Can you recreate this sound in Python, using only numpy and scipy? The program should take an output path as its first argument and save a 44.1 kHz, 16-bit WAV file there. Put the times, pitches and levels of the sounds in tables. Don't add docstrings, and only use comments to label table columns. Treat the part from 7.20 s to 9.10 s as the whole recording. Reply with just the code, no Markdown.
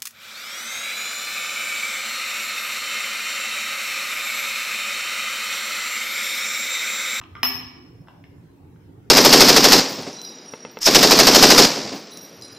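import sys
import numpy as np
from scipy import signal
from scipy.fft import rfft, irfft, next_fast_len
from scipy.io import wavfile
from scipy.ndimage import uniform_filter1d

SR = 44100
rng = np.random.default_rng(int(sys.argv[2]) if len(sys.argv) > 2 else 0)


def invert_db(level):
    return 10 ** (np.asarray(level, dtype=float) / 20)


def persist_wave(psi):
    counts = np.round(np.clip(psi, -1, 1) * 32767).astype(np.int16)
    wavfile.write(sys.argv[1], SR, np.atleast_2d(counts).T)


N = 83790
T = np.arange(SR) / SR


def unit(x):
    return x / np.sqrt(np.mean(x ** 2) + 1e-20)


def along(points, hz):
    f, v = np.transpose(points)
    return np.interp(np.log(hz + 1), np.log(f + 1), v)


def filtered(x, response):
    n = x.shape[-1]
    m = next_fast_len(n + 8192)
    return irfft(rfft(x, m) * response(np.fft.rfftfreq(m, 1 / SR)), m)[..., :n]


def peak(f, hz, width_hz):
    return 1j * f * width_hz / (hz * hz - f * f + 1j * f * width_hz)


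def delayed(x, seconds):
    return np.pad(x, (round(seconds * SR), 0))


# frequency in Hz, left-right likeness from 0 to 1.
LIKENESS = [(60, 1), (240, 0.87), (950, 0.067), (3770, 0.01), (15000, 0.0093)]
# frequency in Hz, left minus right in dB.
LEAN = [(60, -2.5), (380, -1), (2380, 0), (15000, 4)]


def rush(gain, patchy_db):
    z = signal.stft(rng.standard_normal((2, N)), nperseg=1024)[2]
    field = rng.standard_normal(z.shape[1:])
    field = uniform_filter1d(field, size=4, axis=0)
    field = uniform_filter1d(field, size=6, axis=1)
    pair = signal.istft(z * invert_db(patchy_db * unit(field)), nperseg=1024)[1][:, :N]

    def mid_side_gain(f):
        angle = np.arccos(np.clip(along(LIKENESS, f), -1, 1)) / 2
        return gain(f) * np.array([np.cos(angle), np.sin(angle)])

    def lean(f):
        return invert_db(along(LEAN, f) / 2 * np.array([[1], [-1]]))

    mid, side = filtered(pair, mid_side_gain)
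    return unit(filtered(np.array([mid + side, mid - side]), lean))


# frequency in Hz, density in dB per Hz.
AIR_SPECTRUM = [(15, -57.5), (25, -27.5), (99, -1.5), (215, -11.5), (274, -6.5), (666, -26), (919, -24.5),
                (1080, -29.5), (15500, -56.5)]


def workshop_air():
    return invert_db(-49) * rush(lambda f: invert_db(along(AIR_SPECTRUM, f)), patchy_db=-3.37)


# frequency in Hz, width in Hz, level in dB.
DRONE_BANDS = [(94, 39, -1.5), (160, 30, -2.5), (280, 8.7, 2), (358, 8.3, -8.5)]


def machinery_drone():
    def bands(f):
        return sum(invert_db(db) * abs(peak(f, hz, width_hz)) ** 2 for hz, width_hz, db in DRONE_BANDS)

    return invert_db(-51.5) * rush(bands, patchy_db=4.5)


def microphone_hiss():
    noise = rng.standard_normal((2, N))
    return invert_db(-75.5) * unit(filtered(noise, lambda f: peak(f, 14000, 8000)))


def casting_knock(chatter, upper_db, lower_hz, soft_db):
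    chatter_db, t60_s, top_hz = -14.5, 0.014, 5650
    edge_db = -6.5 + 0.25 * soft_db
    blow = invert_db(chatter_db - 60 * T / t60_s) * chatter
    blow[0] += 1

    def casting(f):
        dull = 1 / (1 + 1.4j * f / top_hz - (f / top_hz) ** 2) ** 2
        lower = peak(f, lower_hz, 650) ** 2
        upper = peak(f, 2850, 1150) ** 2 + invert_db(edge_db) * peak(f, 4800, 3000)
        return dull * (lower + invert_db(upper_db) * upper)

    knock = filtered(blow, casting)
    return knock / abs(knock).max()


def ringing(freqs, modes, rise_s, scatter_db):
    db, t60 = np.transpose(modes)[..., None]
    sign = (-1) ** np.arange(len(modes))[:, None]
    level = db + scatter_db * rng.standard_normal(db.shape)
    sines = np.sin(2 * np.pi * np.outer(freqs, T))
    return (sign * invert_db(level - 60 * T / t60) * sines).sum(0) * (1 - np.exp(-T / rise_s))


STRUCTURE_RISE_S = 0.00023
FRAME_MODE_HZ = [253, 400, 685, 950, 1090, 1185, 1380, 1703, 1950, 2266, 2650, 2880, 3080, 4161]
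# level in dB, decay time t60 in seconds.
FRAME_MODES = [(-15, 0.78), (-17.5, 0.2), (-8, 0.054), (-11.5, 0.025), (-15, 0.073), (-8, 0.09),
               (-16.5, 0.049), (-7, 0.03), (-2.5, 0.028), (-19.5, 0.45), (-15.5, 0.013), (2.5, 0.028),
               (-7.5, 0.013), (-4.5, 0.014)]


def frame_ring(upper_db, soft_db):
    def tilt(f):
        return (1 + invert_db(upper_db) * (f / 1600) ** 2) / (1 + (f / 1600) ** 2)

    ring = ringing(FRAME_MODE_HZ, FRAME_MODES, STRUCTURE_RISE_S, scatter_db=1)
    return invert_db(-10.5 + 0.2 * soft_db) * filtered(ring, tilt)


PIPE_MODE_HZ = [5240, 5320, 6659, 8597, 11440, 11660, 12180, 12550, 13630, 15110, 15520]
# level in dB, decay time t60 in seconds.
PIPE_MODES = [(-29.5, .04), (-1.5, 0.13), (-37.5, .1), (-40.5, 0.037), (-23, 0.044), (-10.5, 0.091),
              (-15, .15), (-30, .05), (-10.5, 0.12), (-34.5, .12), (-25, 0.098)]


def pipe_ring(fizz, ring_db, soft_db):
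    rise_s, sizzle_db, sizzle_t60_s = 0.00037, -19, 0.14
    fizz = fizz * invert_db(sizzle_db - 60 * T / sizzle_t60_s)
    sizzle = filtered(fizz, lambda f: peak(f, 11770, 1300) ** 3)
    pipe = invert_db(ring_db) * (ringing(PIPE_MODE_HZ, PIPE_MODES, rise_s, scatter_db=1.5) + sizzle)
    return filtered(pipe, lambda f: invert_db(0.25 * soft_db * (f > 13000)))


def microphones(x):
    return np.array([delayed(x, 0.000045)[:len(x)], x])


ECHO_S = [.0045, .009, .014, .0205, .025]
# left level in dB, right level in dB.
ECHO_LEVELS = [(-15, -17.5), (-16, -10.5), (-15, -17), (-14, -10.5), (-16.5, -16)]


def walls(x):
    pan_db = 0.73
    out = microphones(x) * invert_db([[pan_db], [-pan_db]])
    for delay_s, (left_db, right_db) in zip(ECHO_S, ECHO_LEVELS):
        out = out + delayed(x, delay_s)[:len(x)] * invert_db([[left_db], [right_db]])
    return out


BODY_TAIL_DB, PIPE_TAIL_DB = -2.5, 1
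# frequency in Hz, decay time t60 in seconds.
SHOP_DECAY = [(200, 0.65), (600, 0.92), (1400, 0.83), (3500, 0.75), (5400, 0.72), (7000, .55), (12000, .35)]


def shop(x):
    hz, t, z = signal.stft(rng.standard_normal((2, SR)), SR, nperseg=256)
    decay = invert_db(-60 * t / along(SHOP_DECAY, hz)[:, None])
    left, right = signal.istft(z * decay, SR, nperseg=256)[1]
    alike = filtered(left - right, lambda f: 1 / (1 + (f / 451.4) ** 2))
    tail = np.array([left, right + alike])
    tail = tail / np.linalg.norm(left)
    return signal.fftconvolve(delayed(x, 0.006)[None], tail, axes=1)[:, :SR]


# start in seconds, peak level in dB, upper over lower knock band in dB,
# lower band in Hz, pipe ring in dB.
CONTACTS = [
    (0.0141, -28, -6, 1300, -36),
    (.038, -35, 8.5, 1275, -31),
    (.153, -30, -13, 1467, -26.5),
    (0.167, -35.5, -3, 1250, -21.5),
    (0.231, -8, 4, 992, -4),
    (0.25, -17, -1, 1020, -33.5),
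    (.873, -41.5, -12.5, 1466, -26),
    (0.884, -32.5, -9.5, 950, -27),
    (1.040, -40, -4.5, 2270, -25),
    (1.56, -52, -9, 1285, -42),
]


def contacts():
    out = np.zeros((2, N + SR))
    hardest_db = max(row[1] for row in CONTACTS)
    for start_s, db, upper_db, lower_hz, ring_db in CONTACTS:
        soft_db = db - hardest_db
        chatter, fizz = rng.standard_normal((2, SR)) * (1 - np.exp(-T / 0.0009))
        body = casting_knock(chatter, upper_db, lower_hz, soft_db) + frame_ring(upper_db, soft_db)
        pipe = pipe_ring(fizz, ring_db, soft_db)
        tail = shop(invert_db(BODY_TAIL_DB) * body + invert_db(PIPE_TAIL_DB) * pipe)
        heard = walls(body) + microphones(pipe) + tail
        start = round(start_s * SR)
        out[:, start:start + SR] += invert_db(db) * heard
    return out[:, :N]


JAW_HZ = [1200, 1384, 2100]
# level in dB, decay time t60 in seconds.
JAW_MODES = [(1.5, .07), (-5.5, 0.1068), (7.5, 0.01005)]


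def loose_jaw():
    out = np.zeros((2, N + SR))
    jaw = invert_db(-35.5) * ringing(JAW_HZ, JAW_MODES, STRUCTURE_RISE_S, scatter_db=0)
    start = round(0.153 * SR)
    out[:, start:start + SR] = walls(jaw) + shop(invert_db(BODY_TAIL_DB) * jaw)
    return out[:, :N]


def scene():
    struck = contacts() + loose_jaw()
    return struck + workshop_air() + machinery_drone() + microphone_hiss()


def band_limit(x):
    return signal.sosfilt(signal.butter(12, 17160, fs=SR, output="sos"), x)


def record(dry):
    mix = filtered(dry, lambda f: f < 15800)
    return band_limit(mix)


dry = scene()
out = record(dry)
persist_wave(out)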